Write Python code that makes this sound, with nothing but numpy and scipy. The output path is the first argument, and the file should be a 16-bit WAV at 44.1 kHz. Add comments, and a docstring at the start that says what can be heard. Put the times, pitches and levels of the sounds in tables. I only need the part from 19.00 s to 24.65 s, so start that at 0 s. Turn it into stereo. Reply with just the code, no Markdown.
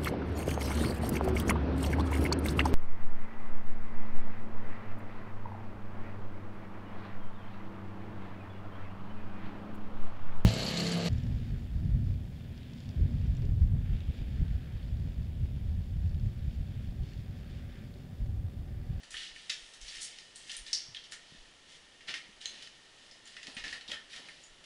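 """Grit crunches and debris snaps close by: two people pick their way over brick, tile and planks.
Soles grind the grit, pieces break and clink, boards thud and the heap gives way underfoot.
The place is a bare cellar, whose near walls answer with dense echoes over a steady room tone.
The microphone is a body-worn camera with two ports: it hears through its ringing case,
hisses faintly and rumbles as it sways with the strides."""
import sys
import numpy as np
from scipy import signal
from scipy.fft import rfft, irfft
from scipy.io import wavfile

SR = 44100
rng = np.random.default_rng(int(sys.argv[2]) if len(sys.argv) > 2 else 0)


def wav_record(signal):
    """Record a signal, one row per channel, as 16-bit PCM in the file named by sys.argv[1]."""
    frames = np.transpose(np.atleast_2d(signal))
    bounded = np.clip(frames, -1, 1)
    # unit amplitude maps onto the largest positive 16-bit level
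    quanta = np.round(bounded * 32767).astype(np.int16)
    wavfile.write(sys.argv[1], SR, quanta)


N = 249165
TIME = np.arange(N) / SR


def from_db(db):
    return 10 ** (np.asarray(db) / 20)


def rms_one(x):
    return x / np.sqrt(np.mean(x ** 2) + 1e-20)


def unit_energy(x):
    return x / np.sqrt(np.sum(x ** 2) + 1e-20)


def add(track, s, sound):
    """Mix a sound into the track from time s."""
    at = max(0, round(s * SR))
    track[at:at + len(sound)] += sound[:max(0, N - at)]


def coloured(x, points, size=4096):
    """Causal (minimum-phase) filter that follows (frequency [Hz], gain [dB]) points."""
    hz, db = np.transpose(points)
    curve = np.interp(np.log(np.arange(size // 2 + 1) * SR / size + 1), np.log(hz), db)
    cepstrum = irfft(np.log(from_db(curve)))
    cepstrum[1:size // 2] *= 2
    cepstrum[size // 2 + 1:] = 0
    return signal.oaconvolve(x, irfft(np.exp(rfft(cepstrum))))[:len(x)]


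def resonant(x, peaks):
    """A chain of peaking filters, each (frequency [Hz], width [Hz], gain [dB])."""
    for hz, width, db in peaks:
        q = hz / width * from_db(db / 2)
        x = x + (from_db(db) - 1) * signal.lfilter(*signal.iirpeak(hz, q, fs=SR), x)
    return x


def noise(spectrum):
    """Steady noise of a given colour, rms 1."""
    return rms_one(coloured(rng.standard_normal(N), spectrum))


def grains(spectrum, per_s, spread_db):
    """Tiny fractures at random moments, many weak and a few strong; rms 1."""
    chance, strength, sign = rng.random((3, N))
    sizes = from_db(spread_db * np.minimum(-np.log(1 - strength), 3)) * np.sign(sign - .5)
    return rms_one(coloured(sizes * (chance < per_s / SR), spectrum))


def struck(modes):
    """Each row is one damped mode set ringing by a blow."""
    out, t = np.zeros(N), TIME[:SR // 3]
    for s, hz, db, t60 in modes:
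        add(out, s, from_db(db - 60 * t / t60) * np.sin(2 * np.pi * hz * t))
    return out


def surges(peaks, rise_s, fall_s, rest_db):
    """A gain that climbs to each (time [s], level [dB]) peak and relaxes to a resting level."""
    power = from_db(rest_db) ** 2
    for s, db in peaks:
        envelope = np.exp(-np.maximum((s - TIME) / rise_s, (TIME - s) / fall_s))
        power = power + (from_db(db) * envelope) ** 2
    return np.sqrt(power)


def room_tone():
    """The steady air of the cellar, all around the microphone."""
    # colour of the air: (frequency [Hz], relative level [dB])
    spectrum = [(20, -4.5), (50, -10.5), (100, -11.5), (200, -13), (400, -17), (1000, -11), (1800, -14),
                (3500, -9.5), (6000, -15), (8500, -22.5), (11000, -28.5)]
    return from_db(-61) * noise(spectrum)


def camera_ports(mid, side):
    """The sound passes through the ringing case to the left and right ports, which add a faint hiss."""
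    # stereo width: (frequency [Hz], side gain [dB])
    width = [(50, -22), (300, -3), (900, -10), (2000, -12), (4500, -11), (7000, -4), (11000, 2)]
    # case resonances common to both ports: (frequency [Hz], width [Hz], gain [dB])
    case_shared = [(1822, 196, 12), (1333, 220, 4.5), (2140, 100, 3), (2990, 465, 5.5), (1016, 636, -8.5)]
    # case resonances in what differs between the ports: (frequency [Hz], width [Hz], gain [dB])
    case_apart = [(3000, 500, 17.3), (1800, 550, 3.4), (6850, 1500, 7)]
    # microphone self-noise: (frequency [Hz], relative level [dB])
    hiss = [(50, -15.5), (150, -5.5), (400, 1.5), (900, 3), (1500, 0), (3000, -6.5), (6000, -11),
            (11000, -20)]
    # the ports differ a little in colour: (frequency [Hz], left over right [dB])
    balance = [(60, 0), (110, -2.5), (190, 0.5), (340, -0.5), (600, 0.0), (1060, 0.5), (1880, -0.5),
               (3340, -1.5), (5940, 1.5), (10600, -0.5)]
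    mid = resonant(mid, case_shared)
    side = resonant(coloured(side, width), case_apart) + from_db(-59.5) * noise(hiss)
    left = coloured(mid + side, [(hz, db / 2) for hz, db in balance])
    right = coloured(mid - side, [(hz, -db / 2) for hz, db in balance])
    return np.array([left, right])


def camera_sway():
    """Strides jolt the camera on the body: a deep rumble right at the microphone."""
    # jolts: (time [s], level [dB])
    jolts = [(0.14, -53.5), (0.33, -55.5), (0.62, -61.5), (0.835, -49.5), (0.97, -56), (1.615, -51.5),
             (2.39, -52.5), (3.35, -60), (4.6, -52), (4.72, -59), (5.51, -60)]
    # colour of the rumble: (frequency [Hz], relative level [dB])
    spectrum = [(8, -10.5), (22, -5), (35, -9), (60, -17), (150, -38), (500, -97)]
    return surges(jolts, rise_s=0.022, fall_s=0.039, rest_db=-75) * noise(spectrum)


def wall_echoes(x, early_t60=0.26, late_t60=0.8, treble_t60=0.22, late_db=-8):
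    """Close walls return a dense volley, then a duller tail; the pattern changes as the walkers move."""
    out, t = np.zeros(N), TIME[:SR * 2 // 5]
    low_pass, high_pass = (signal.butter(3, 6500, kind, fs=SR, output="sos") for kind in ("low", "high"))
    early, late, treble = (unit_energy(np.exp(-np.log(1000) * t / t60) * (t > .0015))
                           for t60 in (early_t60, late_t60, treble_t60))
    body = np.hypot(early, from_db(late_db) * late)
    for stretch in np.array_split(np.arange(N), 14):
        dull, bright = rng.standard_normal((2, len(t)))
        response = signal.sosfilt(low_pass, dull * body) + signal.sosfilt(high_pass, bright * treble)
        add(out, TIME[stretch[0]], signal.fftconvolve(x[stretch], response))
    return out


def settling_heap():
    """The heap gives way under a full weight; a dull, steady background remains in between."""
    # settlings: (time [s], relative level [dB])
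    settles = [(3.1, -54.5), (3.53, -62), (4.49, -56.5), (4.58, -57.5), (4.66, -57.5), (4.735, -59),
               (4.9, -56), (4.935, -59.5), (5.19, -57.5), (5.27, -63.5)]
    # colour of shifting rubble: (frequency [Hz], relative level [dB])
    spectrum = [(40, -42), (130, -8), (280, -6.5), (600, -6), (1000, -2), (2000, -24.5)]
    return from_db(3.5) * surges(settles, rise_s=0.02, fall_s=0.066, rest_db=-67) * noise(spectrum)


def heel_thuds():
    """Heels strike boards and packed rubble, which ring low and briefly."""
    # one mode a blow: (time [s], frequency [Hz], level [dB], t60 [s])
    blows = [(1.885, 142, -49, 0.079), (1.915, 120, -54, 0.094), (2.322, 162, -47.5, 0.04),
             (2.348, 213, -49.5, 0.039), (3.09, 180, -58, 0.071), (3.29, 209, -52, 0.051),
             (4.482, 265, -45, 0.057), (4.568, 247, -43, 0.072), (4.65, 285, -54, 0.21),
             (4.89, 219, -48, 0.037), (4.918, 586, -48.5, 0.16)]
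    return struck(blows)


def shard_clinks(detune=0.018, modes_each=4):
    """A hard, irregular shard rings with a cluster of close modes about each pitch."""
    # ringing shards: (time [s], pitch [Hz], relative level [dB], t60 [s])
    shards = [(1.359, 8400, -47.5, 0.026), (1.359, 4350, -54.5, 0.065), (1.567, 9100, -38.5, 0.012),
              (1.7304, 5420, -33.5, 0.032), (1.969, 3210, -49, 0.025), (3.41, 8450, -62, 0.077),
              (3.457, 3120, -59, 0.017), (3.457, 4180, -41.5, 0.045), (3.457, 6380, -37, 0.015),
              (4.256, 7200, -56, 0.088), (4.548, 8770, -55, 0.066), (4.918, 3210, -42, 0.028),
              (5.287, 9430, -63.5, 0.096), (5.438, 6980, -54, 0.05)]
    offsets = np.linspace(-1, 1, modes_each) + rng.uniform(-.2, .2, (len(shards), modes_each))
    modes = [(s, hz * (1 + detune * offset), db, t60)
             for (s, hz, db, t60), cluster in zip(shards, offsets) for offset in cluster]
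    return from_db(9.5) * struck(modes) / modes_each


def sole_crunch(tread_attack_s=0.015, slide_swell_share=0.42, heavy_db=-36.0):
    """Grit breaks under a sole and fine sand scrapes along it; a heavy tread crushes bigger lumps too."""
    # a sole lands and its pressure dies away:
    # (time [s], length [s], relative grit level [dB], relative sand level [dB])
    treads = [(0.102, 0.19, -50.5, -51), (0.14, 0.16, -50, -68), (0.335, 0.39, -55.5, -61.5),
              (0.543, 0.26, -62, -58), (0.805, 0.14, -53.5, -55), (1.004, 0.065, -61, -38),
              (1.097, 0.25, -56.5, -61), (1.343, 0.37, -56.5, -57), (1.656, 0.22, -50.5, -56.5),
              (3.072, 0.053, -39, -60), (3.138, 0.048, -44.5, -53), (3.4, 0.3, -50, -60),
              (3.557, 0.55, -64.5, -78), (4.246, 0.16, -55.5, -62), (4.57, 0.04, -46, -62),
              (4.634, 0.054, -47, -60), (4.89, 0.04, -46, -64), (4.913, 0.037, -44, -67),
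              (5.213, 0.23, -55.5, -71)]
    # a sole slides or twists, swelling and fading: same columns
    slides = [(0.148, 0.18, -47, -62), (0.827, 0.32, -48, -52.5), (1.466, 0.14, -46.5, -52),
              (2.111, 0.039, -53, -46), (2.195, 0.31, -59.5, -71), (2.67, 0.12, -55, -61),
              (3.595, 0.06, -53, -65), (3.92, 0.29, -61, -68), (4.32, 0.43, -54.5, -65),
              (4.651, 0.14, -48, -55), (5.089, 0.11, -48, -57), (5.39, 0.095, -66, -62)]
    # colours of coarse grit, fine sand and lumps: (frequency [Hz], relative level [dB])
    grit_spectrum = [(300, -26.5), (900, -26.5), (1500, -6.5), (2400, 0.5), (3600, 4.5), (5200, 1),
                     (7000, -9), (11000, -27)]
    sand_spectrum = [(2000, -35), (3300, -9), (5200, 5), (7000, 3.5), (9200, 3), (11000, -6.5)]
    lump_spectrum = [(300, -15), (900, -18.5), (1400, -5), (1850, -4.5), (2400, 0.5), (3200, -7.5),
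                     (7000, -32.5)]
    grit_power, sand_power = np.zeros((2, N))
    rises = [tread_attack_s] * len(treads) + [slide_swell_share * length for _, length, _, _ in slides]
    for (start, length, grit_db, sand_db), rise in zip(treads + slides, rises):
        pressure = np.interp(TIME[:SR], [0, rise, max(rise, length)], [0, 1, 0])
        add(grit_power, start, pressure * from_db(grit_db) ** 2)
        add(sand_power, start, pressure * from_db(sand_db) ** 2)
    grinding, scraping = np.sqrt([grit_power, sand_power])
    heaviness = np.tanh(grinding / from_db(heavy_db))
    grit = grinding * grains(grit_spectrum, per_s=3000, spread_db=5.0)
    sand = scraping * grains(sand_spectrum, per_s=4500, spread_db=5.0)
    lumps = grinding * heaviness * grains(lump_spectrum, per_s=1400, spread_db=4.0)
    return from_db(-4.5) * grit + from_db(-5.0) * sand + from_db(-3.5) * lumps


def brittle_cracks(crumble_s=0.0026, crumb_share=0.52, crumbs_per_s=890, dulling_db_per_octave=1.6):
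    """A piece breaks: returns the snap at the microphone, and a click with crumbs sent to the walls."""
    # pieces snapping or knocking together; small ones sound high, clean breaks spread wide: (time [s],
    # relative level [dB], pitch [Hz], fall either side of the pitch [dB/octave], relative nearness [dB])
    pieces = [(0.0326, -49, 1900, 2.5, -2), (0.107, -43, 8250, 9, 2), (0.1412, -39, 1930, 11, 3),
              (0.166, -40.5, 3380, 24, -12), (0.361, -47.5, 2300, 21, 8), (0.4959, -36.5, 2160, 5.5, 7),
              (0.4994, -30.5, 3600, 10.5, 1.5), (0.7353, -47.5, 4960, 2, -11), (0.8135, -47.5, 6500, 14, 3),
              (0.881, -42.5, 4080, 14, -2), (0.9494, -44, 4070, 7, -12), (1.1863, -47, 3640, 8, 5.5),
              (1.357, -44.5, 8140, 14, -11), (1.4957, -39.5, 3140, 12, -2), (1.517, -39.5, 7000, 6, 2),
              (1.5676, -41.5, 8700, 7, 0), (1.664, -44, 3600, 11, -6), (1.7303, -27.5, 4900, 15.5, -0.5),
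              (1.9466, -40.5, 3130, 22, -1), (1.969, -48, 3100, 15, 1), (2.0392, -49.5, 3160, 10, -2),
              (2.1213, -37.5, 5000, -2.8, 0), (3.0067, -51, 2530, 12, -1), (3.085, -38.5, 2630, 17, 1),
              (3.14, -33.5, 2270, 11, 5), (3.4138, -48, 3450, 12, 7), (3.457, -39.5, 3300, 22, 12),
              (3.624, -47, 3200, 4, 1), (3.6732, -52, 2800, 7, 12), (4.1127, -54, 5100, 24, 2),
              (4.2753, -50.5, 1800, 0.5, 8), (4.3667, -42, 2200, 10.5, 5), (4.4305, -44, 2960, 8.5, 3.5),
              (4.4692, -42, 2800, 9, 5), (4.567, -37.5, 2500, 12, 0), (4.639, -33.5, 1800, 9.5, -3),
              (4.68, -42, 2770, 13, 7), (4.7268, -36.5, 1800, 8, 2.5), (4.8098, -47.5, 2950, 16, 2),
              (4.8786, -42.5, 3600, 15, -6), (4.916, -39.5, 2740, 5, 8), (4.9291, -38.5, 1800, 11, -7),
              (5.1365, -45.5, 1900, 7.5, 1), (5.1615, -43.5, 2900, 7.5, 3), (5.286, -45.5, 1920, 11, 6),
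              (5.641, -51.5, 3080, 7, 2)]
    direct, to_walls, t = np.zeros(N), np.zeros(N), TIME[:SR // 20]
    hz = np.geomspace(1500, 10000, 24)
    for s, level_db, pitch_hz, fall_db, nearness_db in pieces:
        snap_noise, crumb_noise = rng.standard_normal((2, len(t)))
        direct_over_echo = from_db(nearness_db - 5.5)
        echo_gain = from_db(level_db + 27.5) / np.hypot(1, direct_over_echo)
        octaves = np.log2(hz / pitch_hz)
        hump_db = np.maximum(-fall_db * np.abs(octaves), -24)
        colour = np.column_stack([hz, hump_db - dulling_db_per_octave * octaves])
        break_s = 0.0028 * (3500 / pitch_hz) ** 0.75   # bigger, lower pieces take longer to break
        snap = np.sign(snap_noise) * np.exp(-t / break_s)
        ticks = np.sign(crumb_noise) * (rng.random(len(t)) < crumbs_per_s / SR)
        crumbs = unit_energy(ticks * np.exp(-t / crumble_s))
        click_and_crumbs = (t == 0) + crumb_share * crumbs
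        add(direct, s, echo_gain * direct_over_echo * unit_energy(coloured(snap, colour, size=256)))
        add(to_walls, s, echo_gain * unit_energy(coloured(click_and_crumbs, colour, size=256)))
    # colour common to all cracks: (frequency [Hz], gain [dB])
    tilt = [(100, -16.0), (700, -17.0), (1300, -5.0), (1800, -3.5), (3000, -3.0),
            (3800, 0.5), (5200, 3.5), (7000, -0.5), (10000, -4.5)]
    return coloured(direct, tilt), coloured(to_walls, tilt)


def scene():
    """From a walker's body: direct sound reaches both ports alike, echoes come from all sides."""
    snaps, cracks_to_walls = brittle_cracks()
    underfoot = shard_clinks() + sole_crunch()
    echo_mid, echo_side = (wall_echoes(cracks_to_walls + underfoot) for _ in range(2))
    mid = snaps + underfoot + from_db(-0.77) * echo_mid + room_tone()
    mid = mid + heel_thuds() + settling_heap() + camera_sway()
    side = from_db(1.5) * echo_side + room_tone()
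    return camera_ports(mid, side)


def record(dry):
    """The recorder cuts the top steeply."""
    cutoff_hz = 11000
    return signal.sosfilt(signal.ellip(10, .3, 70, cutoff_hz, fs=SR, output="sos"), dry)


dry = scene()
out = record(dry)
wav_record(out)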